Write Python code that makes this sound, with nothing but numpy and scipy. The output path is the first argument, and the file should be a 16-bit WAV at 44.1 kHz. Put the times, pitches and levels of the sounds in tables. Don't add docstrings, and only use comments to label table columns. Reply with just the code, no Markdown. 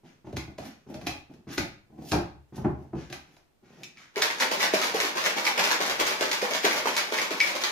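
import sys
import numpy as np
from scipy import signal
from scipy.fft import rfft, irfft, next_fast_len
from scipy.io import wavfile
from scipy.ndimage import map_coordinates

SR = 44100
rng = np.random.default_rng(int(sys.argv[2]) if len(sys.argv) > 2 else 0)


def transcribe(signal):
    frames = np.atleast_2d(signal).T
    limited = np.clip(frames, -1, 1)
    pcm = np.round(limited * 32767).astype(np.int16)
    wavfile.write(sys.argv[1], SR, pcm)


N = 340011


def amp(db):
    return 10 ** (np.asarray(db) / 20)


def unit(x):
    return x / np.sqrt(np.mean(x ** 2) + 1e-20)


def along(points, hz):
    freqs, values = np.transpose(points)
    return np.interp(np.log(hz + 1), np.log(freqs + 1), values)


def add(track, s, x):
    part = track[..., max(round(s * SR), 0):][..., :x.shape[-1]]
    part += x[..., :part.shape[-1]]


def filtered(x, response):
    size = next_fast_len(x.shape[-1] + SR // 4)
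    return irfft(rfft(x, size) * response(np.fft.rfftfreq(size, 1 / SR)), size)[..., :x.shape[-1]]


def coloured(x, points, size=4096):
    cepstrum = irfft(np.log(amp(along(points, np.fft.rfftfreq(size, 1 / SR)))))
    cepstrum[1:size // 2] *= 2
    cepstrum[size // 2 + 1:] = 0
    kernel = irfft(np.exp(rfft(cepstrum)))
    return signal.oaconvolve(x, kernel / np.linalg.norm(kernel))[:len(x)]


def resonated(x, modes, size=16384):
    f = np.fft.rfftfreq(size, 1 / SR)
    kernel = irfft(sum((-1) ** k * amp(db) * 1j * f * width / (hz * hz - f * f + 1j * f * width)
                       for k, (hz, width, db) in enumerate(modes)))
    return signal.oaconvolve(x, kernel / np.linalg.norm(kernel))[:len(x)]


def grains(rate, spread_db, smooth):
    hits = (rng.random(N) < rate / SR) * rng.choice([-1, 1], N)
    sizes = amp(spread_db * np.clip(rng.standard_normal(N), -2, 2))
    return unit(unit(hits * sizes) + smooth * rng.standard_normal(N))


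def contact(chatter, t60):
    t = np.arange(SR // 10) / SR
    blow = rng.standard_normal(len(t)) * amp(-60 * t / t60)
    blow *= chatter / np.linalg.norm(blow)
    blow[0] = 1
    phase = np.angle(rfft(blow, 2 * len(t)))
    blow = irfft(np.exp(1j * phase))[:len(t)]
    return blow / np.linalg.norm(blow)


# frequency in Hz, level in dB.
HUSH_TONE = [(25, -9), (130, -13), (400, -13.5), (1000, -23.5), (5000, -33), (15000, -40.5)]
def hush():
    return amp(-68.5) * np.array([coloured(rng.standard_normal(N), HUSH_TONE) for _ in range(2)])


def slide_pressure(length, growth_db=8, attack_s=0.017, release_s=0.035):
    t = np.arange(SR) / SR
    growth = amp(growth_db * np.minimum(t / length - 1, 0))
    return (1 - np.exp(-t / attack_s)) * growth * np.exp(-np.maximum(t - length, 0) / release_s)


# frequency in Hz, level in dB.
SCRAPE_TONE = [(300, -10.5), (700, -2.5), (1400, 9), (2500, 6.5), (4000, 0), (6300, 1), (8300, -16.5),
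               (11000, -15), (15500, -32)]
HISS_TONE = [(150, -53), (1000, -19.5), (3000, 3.5), (6300, 5.5), (8300, -7), (11000, 2), (15500, -7)]
RUMBLE_TONE = [(25, -29), (80, -16), (150, 6), (330, 4), (480, -7.5), (800, -3.5), (1200, -27), (3000, -44),
               (8000, -40.5)]
# start and end in seconds, then rumble, scrape and hiss in dB.
SLIDES = [(0.034, 0.07, -50, -52, -82), (0.245, 0.256, -43.5, -53, -78), (.59, 0.661, -48, -44.5, -58),
          (0.865, 0.903, -44, -52, -86), (0.969, 1.054, -46, -52, -72), (1.296, 1.302, -46.5, -58, -70),
          (1.47, 1.534, -38, -39, -53), (1.899, 1.97, -53.5, -68, -100), (1.983, 2.114, -44, -54, -52.5),
          (2.524, 2.565, -41, -50, -57.5), (2.729, 2.831, -51, -64.5, -90), (2.947, 3.002, -48, -44, -95),
          (3.16, 3.34, -64, -60, -81), (3.627, 3.823, -54, -54, -79), (3.959, 4.002, -61.5, -44, -88)]
def rubbing():
    rumble, scrape, hiss = np.zeros((3, N))
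    for start, end, rumble_db, scrape_db, hiss_db in SLIDES:
        pressure = slide_pressure(end - start)
        add(rumble, start, amp(rumble_db) * pressure)
        add(scrape, start, amp(scrape_db) * pressure ** 0.65)
        add(hiss, start, amp(hiss_db) * pressure ** 3.4)
    scrape = coloured(scrape * grains(rate=370, spread_db=2.5, smooth=1.0), SCRAPE_TONE)
    hiss = coloured(hiss * grains(rate=2200, spread_db=17, smooth=0.84), HISS_TONE)
    rumble = coloured(rumble * grains(rate=58, spread_db=-2.5, smooth=0.43), RUMBLE_TONE)
    return amp(-7.5) * scrape + amp(10) * hiss + rumble


# pitch in Hz, width in Hz, level in dB.
THUD_NOTES = [(56, 16, -11), (73.8, 7.9, -0.5), (135.4, 13.8, 3), (164, 18, -2), (198, 56, -2),
              (251.4, 46, -1.5), (333, 122, -1.5), (381, 192, -5.5)]
RIM_NOTES = [(1220, 140, 5.5), (1560, 140, 8), (2090, 55, -12), (2550, 214, 10), (3420, 30, -8),
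             (4300, 21, 8.5), (5090, 53, -6.5)]
AIR_NOTES = [(584, 90, 0.5), (686, 110, -2), (815, 85, -6.5)]
# frequency in Hz, level in dB.
KNOCK_TONE = [(100, -14), (340, 8.5), (460, -9.5), (600, 2), (720, 2.5), (825, 3.5), (950, -2.5),
              (1300, -9), (1800, -15.5), (2600, -25.5), (4000, -47), (9000, -76)]
CLICK_TONE = [(60, -32), (300, -19), (1200, -7), (2000, 1.5), (2550, -1), (3000, -4.5), (4200, 0),
              (6500, -4), (8300, -15.5), (11000, -12), (15500, -22.5)]
# start in seconds, then desk thud, cup knock, rim click and air ring in dB.
PUSHES = [(0.269, -11, -19, -37, -21), (0.328, -4.5, -32, -27, -14), (0.368, -3.5, -9.5, -5.5, -19),
          (.478, -14, -23, -42, -32), (.584, -10.5, -14.5, -16.5, -8.5), (0.943, -10, -29, -17.5, -11),
          (1.014, -14, -18.5, -22.5, -33), (1.069, -7, -2.5, -0.5, -21), (1.339, -19, -40, -33, -43),
          (1.58, -2, -1, 2, -22), (1.983, -25.5, -31, -40, -27), (2.119, 8.5, -5, 1.5, -5),
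          (2.131, -21, 6.5, -24, -5), (2.148, 2.5, 1.5, -12, -18), (2.58, -3, -10.5, -41, -23),
          (2.648, 7.5, 2, -34, -12), (2.933, -0.5, -14, -46, -20), (2.953, -7, -18, -42, -17),
          (3.101, -14.5, -22, -20, -26.5), (3.127, -32, -13.5, -8.5, -25), (3.367, -39, -30.5, -31, -45)]
def lid():
    thud, knock, click, air, rim = np.zeros((5, N))
    for s, thud_db, knock_db, click_db, air_db in PUSHES:
        add(air, s, amp(air_db - 2) * contact(chatter=3, t60=0.1))
        grip_shift = 1 + 0.053 * rng.uniform(-1, 1)
        gripped = [(hz * grip_shift, width, db) for hz, width, db in RIM_NOTES]
        add(thud, s, amp(thud_db) * contact(chatter=0.49, t60=0.052))
        for delay, touch_db in [(-.004, -13), (0, 0), (.007, -13.5), (.019, -21.5)]:
            add(knock, s + delay, amp(knock_db + touch_db) * contact(chatter=1.57, t60=0.052))
            snap = amp(click_db + touch_db) * contact(chatter=0.99, t60=0.021)
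            add(click, s + delay, snap)
            add(rim, s + delay, resonated(snap, gripped, size=4096))
    for s, _, rumble_db, _, _ in SLIDES:
        add(thud, s, amp(rumble_db + 27.5) * contact(chatter=0.23, t60=0.072))
        add(knock, s, amp(rumble_db + 17.5) * contact(chatter=3.4, t60=0.1))
    desk = filtered(resonated(thud, THUD_NOTES), lambda hz: 1 / (1 + 1j * hz / 900) ** 2)
    cup = resonated(air, AIR_NOTES) + coloured(knock, KNOCK_TONE)
    return desk + cup + amp(-2) * coloured(click, CLICK_TONE) + amp(-3) * rim


# multiple of the pitch, level in dB, seconds to fade by 60 dB.
CHIME_NOTES = [(0.999, 8, 0.11), (1.053, -5, 0.4), (1.65, -6, 0.12)]
# start in seconds, level in dB, pitch in Hz.
JOLTS = [(.368, -51.5, 2090), (1.071, -43, 2446), (1.578, -44.5, 2185), (2.121, -49, 2400)]
def chimes():
    out = np.zeros(N)
    t = np.arange(SR) / SR
    for s, db, hz in JOLTS:
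        wander = np.cumsum(rng.standard_normal((len(CHIME_NOTES), SR)), axis=1) * 9 / np.sqrt(SR)
        for (ratio, note_db, t60), phase in zip(CHIME_NOTES, wander):
            fade = amp(db + 3.5 + note_db - 60 * t / t60)
            add(out, s, fade * np.sin(2 * np.pi * hz * ratio * t + phase))
    return out


REPEAT_S, REPEAT_DB = .009, -4.5
# pitch in Hz, width in Hz, level in dB.
CLINK_NOTES = [(2290, 60, 3), (2560, 180, 6), (3630, 230, -7), (5600, 260, -1), (6480, 390, -4.5)]
def clink(start_s=3.834, db=-14.5):
    ticks = np.zeros(N)
    add(ticks, start_s, amp(db) * contact(chatter=1.1, t60=0.026))
    add(ticks, start_s + REPEAT_S, amp(db + REPEAT_DB) * contact(chatter=0.9, t60=0.017))
    return resonated(ticks, CLINK_NOTES) + amp(-4) * coloured(ticks, CLICK_TONE)


CUP_HZ = 2253
# multiple of the clack's pitch, width in Hz, level in dB.
CLACK_NOTES = [(.82, 487, -9), (1, 397, 2.5), (1.85, 298, -18), (2.25, 300, -9), (2.7, 298, -19)]
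def cube_strikes(strikes, reach_hz=130):
    clacks, cracks, pings = np.zeros((3, N))
    for s, clack_db, crack_db, hz in strikes:
        notes = [(hz * ratio, width, db) for ratio, width, db in CLACK_NOTES]
        for at, offset_db, chatter in [(s, 0, .45), (s + REPEAT_S, REPEAT_DB, 1.6)]:
            clack = resonated(contact(chatter, t60=0.063), notes, size=4096)
            add(clacks, at, amp(clack_db + offset_db) * clack)
            add(cracks, at, amp(crack_db + offset_db) * contact(chatter, t60=0.04))
        nearness = 1 / (1 + ((hz - CUP_HZ) / reach_hz) ** 2)
        add(pings, s, np.array([amp(clack_db + 1) * nearness]))
    return clacks + coloured(cracks, CLICK_TONE) + resonated(pings, [(CUP_HZ, 24, 0)])


# start in seconds, clack in dB, crack in dB, clack pitch in Hz.
LARGE_STRIKES = [(3.972, -25, -36, 2250), (4.159, -6.5, -13, 2180), (4.222, 2, -1, 1980),
                 (4.303, -4.5, -17, 1900), (4.423, 0, -11, 1940), (4.605, -4.5, -11, 2250),
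                 (4.826, -3, -9, 2170), (5.002, 0.5, -12, 2070), (5.051, -9, -9, 2100),
                 (5.256, -2, -6, 1990), (5.466, 2, -8, 2210), (5.641, -0.5, -4, 2520),
                 (6.645, -6, -10, 1900), (6.71, -3.5, -14, 2130), (6.978, -8, -8, 2130),
                 (7.186, -0.5, -16, 2130), (7.403, 7, -3, 2260), (7.447, -6, -20, 2330)]
def large_cubes():
    return cube_strikes(LARGE_STRIKES)


def swells(rows):
    t = np.arange(0, N, 32) / SR
    power = 0
    for peak, rise, fall, db in rows:
        fade = np.where(t < peak, ((t - peak) / rise) ** 2, (t - peak) / fall)
        power = power + amp(db) ** 2 * np.exp(-2 * fade)
    return np.interp(np.arange(N) / SR, t, np.sqrt(power))


# arrival in seconds, splash in dB, thump in dB.
RETURN_STROKES = [(4.166, -30.5, -27), (4.3, -37, -31), (4.516, -26, -3), (4.737, -24, 4),
                  (4.944, -24.5, -2), (5.16, -26, -11), (5.365, -26, -11.5), (5.58, -22.5, -18),
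                  (5.804, -27.5, -5), (5.993, -24.5, -12), (6.21, -24, -0.5), (6.424, -26.5, -5),
                  (6.643, -24, -5.5), (6.856, -24.5, -5), (7.122, -28, -5), (7.309, -29, -3.5),
                  (7.55, -30.5, -12)]
# arrival in seconds, seconds to the peak, spray and crunch in dB.
THROW_STROKES = [(4.222, 0.011, -25.5, 0.5), (4.401, 0.023, -24, -4.5), (4.597, 0.046, -24, -10),
                 (4.803, 0.042, -24.5, -24), (5.002, 0.05, -28, -2.5), (5.24, 0.029, -24, -8.5),
                 (5.452, 0.028, -26.5, -7), (5.64, 0.079, -26, -6.5), (5.864, 0.033, -25.5, -8),
                 (6.067, 0.042, -25, -5), (6.314, 0.016, -26.5, -3.5), (6.505, 0.042, -27, -14),
                 (6.71, 0.057, -26, -9), (6.966, 0.014, -26, -2), (7.168, 0.039, -27.5, -18),
                 (7.405, 0.093, -31.5, -24), (7.617, 0.033, -26.5, -11)]
def water_force(throw_db, slap_db):
    throws = [(s + lag, 1.12 * lag, 0.022, db + throw_db) for s, lag, db, _ in THROW_STROKES]
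    slaps = [(s + 0.012, 0.018, 0.015, db + slap_db) for s, db, _ in RETURN_STROKES]
    tumbling = [(s + 0.06, 0.03, 0.2, db - 12) for s, db, _ in RETURN_STROKES]
    return swells(throws + slaps + tumbling)


# frequency in Hz, level in dB.
SPRAY_TONE = [(100, -51), (500, -33), (900, 0), (1300, -0.5), (1800, 0.5), (2250, -1.5), (2800, -3),
              (5000, -5.5), (6500, -8.5), (8300, -20.5), (10500, -19.5), (15500, -24)]
SLOSH_TONE = [(30, -78), (90, -46), (130, -14.5), (180, -3), (380, 4), (620, 8), (730, 3.5), (860, 6.5),
              (1300, -5.5), (2200, -7.5), (5000, -61)]
def splashing(ring_growth_db_per_s=2.5):
    force = water_force(throw_db=-0.5, slap_db=-0.5)
    spray = force * grains(rate=1700, spread_db=17, smooth=0.24)
    fizz = force * (force / force.max()) ** 0.26 * grains(rate=2400, spread_db=28, smooth=0.15)
    slosh = water_force(throw_db=-3.5, slap_db=0.5) * grains(rate=500, spread_db=2.0, smooth=0.56)
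    since_first_throw = np.arange(N) / SR - THROW_STROKES[0][0]
    wall = amp(-19.5 + ring_growth_db_per_s * since_first_throw) * resonated(spray, [(CUP_HZ, 130, 0)])
    return (wall + amp(1.5) * coloured(spray, SPRAY_TONE) + amp(-16.5) * coloured(fizz, HISS_TONE)
            + amp(-2.5) * coloured(slosh, SLOSH_TONE))


def crunch(early_s=.005, spread_s=.024):
    cracks = np.zeros(N)
    strokes = [(s, db) for s, _, _, db in THROW_STROKES]
    strokes += [(s, splash_db + 15.5 + 0.67 * thump_db) for s, splash_db, thump_db in RETURN_STROKES]
    for s, db in strokes:
        add(cracks, s, amp(db) * contact(chatter=6.2, t60=0.031))
        for when in rng.random(size=5):
            add(cracks, s - early_s + spread_s * when, amp(db - 9) * contact(chatter=3.9, t60=0.016))
    return coloured(cracks, CLICK_TONE)


def bubble(hz, cycles, glide):
    t = np.arange(SR // 10) / SR
    age = t * hz / cycles
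    pitch = hz * (1 + glide * (1 - np.exp(-age)))
    ring = np.sin(2 * np.pi * np.cumsum(pitch) / SR) * np.exp(-age)
    return ring / np.linalg.norm(ring)


# pitch in Hz, width in Hz, level in dB.
THUMP_NOTES = [(410, 160, 10.5), (676, 430, -2)]
# start in seconds, level in dB, pitch in Hz, fading time in cycles.
AIR_POCKETS = [(4.167, 0.5, 404, 6.2), (4.202, -6, 407, 5), (4.74, 5.5, 603, 6.2), (4.945, 4.5, 427, 2.9),
               (5.582, -3, 610, 6.5), (5.599, -4.5, 730, 5.7), (5.611, -2.5, 840, 5), (5.627, -3, 990, 5),
               (6.214, -4, 606, 4.2), (6.427, -3.5, 524, 3.7), (6.522, -7, 450, 1.5), (6.645, 1, 388, 3),
               (6.663, 1.5, 650, 3.2), (6.857, -1, 1130, 3), (6.871, 1, 897, 4), (7.314, -6.5, 454, 3)]
def gulps():
    bubbles, thumps = np.zeros((2, N))
    for s, _, db in RETURN_STROKES:
        add(thumps, s, amp(db) * contact(chatter=1.09, t60=.028))
    for s, db, hz, cycles in AIR_POCKETS:
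        add(bubbles, s, amp(db) * bubble(hz, cycles, glide=0.065))
    bass_cut = signal.butter(3, 230, "highpass", fs=SR, output="sos")
    return signal.sosfilt(bass_cut, bubbles + resonated(thumps, THUMP_NOTES))


def small_cubes(spread_s=.1, middle_hz=2080):
    strikes = []
    for s, _, spray_db, _ in THROW_STROKES:
        for when, weakness, spot in rng.random(size=(3, 3)):
            db = spray_db - 6 * weakness
            hz = middle_hz * np.exp(0.32 * (spot - .5))
            strikes.append((s + spread_s * when, db + 11.5, db + 6.5, hz))
    return cube_strikes(strikes)


# frequency in Hz, seconds to fade by 60 dB.
ECHO_TIMES = [(70, 0.68), (180, 0.32), (500, 0.36), (1300, 0.42), (3400, 0.38), (9000, 0.28), (15000, 0.23)]
# frequency in Hz, likeness (1 means the same).
ECHO_LIKENESS = [(60, 0.79), (130, 0.95), (290, 1), (640, 0.23), (1400, -0.023), (3000, -0.13),
                 (15000, 0.037)]
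def room_echo(build_s=0.0001):
    hz, t, noise = signal.stft(rng.standard_normal((2, SR // 2)), SR, nperseg=256)
    t60 = along(ECHO_TIMES, hz)[:, None]
    turn = np.arccos(np.clip(along(ECHO_LIKENESS, hz), -1, 1))[:, None] / 2
    fading = noise * amp(-60 * t / t60) / np.sqrt(t60)
    mid, side = signal.istft(fading * np.array([np.cos(turn), np.sin(turn)]), SR, nperseg=256)[1]
    onset = 1 - np.exp(-np.arange(len(mid)) / SR / build_s)
    echo = np.array([mid + side, mid - side]) * onset
    return echo * np.sqrt(2) / np.linalg.norm(echo)


def in_room(x, direct_db, echo_db, lead_ms=0, swing_ms=0, swing_hz=4.7):
    n = np.arange(N)
    lead_samples = (lead_ms + swing_ms * np.sin(2 * np.pi * swing_hz * n / SR)) * SR / 1000
    out = amp(direct_db) * np.array([map_coordinates(x, [n + side * lead_samples / 2]) for side in (1, -1)])
    hop = SR // 10
    for start in range(0, N, hop):
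        piece = x[None, start:start + hop]
        if np.abs(piece).max() > 1e-6:
            add(out, start / SR, amp(echo_db) * signal.fftconvolve(piece, room_echo(), axes=1))
    return out


def scene():
    on_desk = in_room(rubbing() + lid() + chimes(), direct_db=-3.5, echo_db=0.5, lead_ms=0.032)
    lifted = in_room(clink(), direct_db=-1.5, echo_db=0.5)
    ice = large_cubes() + crunch() + small_cubes()
    rattle = in_room(ice, direct_db=1, echo_db=0, lead_ms=0.17, swing_ms=0.15)
    splash = in_room(splashing(), direct_db=-6.5, echo_db=0, lead_ms=0.27, swing_ms=0.12)
    gulping = in_room(gulps(), direct_db=-0.5, echo_db=-6, lead_ms=0.16)
    return hush() + on_desk + lifted + rattle + splash + gulping


# frequency in Hz, left minus right in dB.
MIC_BALANCE = [(1000, 0), (5000, .5), (8000, 0.5), (12000, -4.5), (15000, -8)]
def record(dry, top_hz=15500, cut_db_per_hz=.09):
    def response(hz):
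        balance_db = along(MIC_BALANCE, hz) * np.array([[.5], [-.5]])
        return amp(balance_db - cut_db_per_hz * np.maximum(hz - top_hz, 0))
    return filtered(dry, response)


dry = scene()
out = record(dry)
transcribe(out)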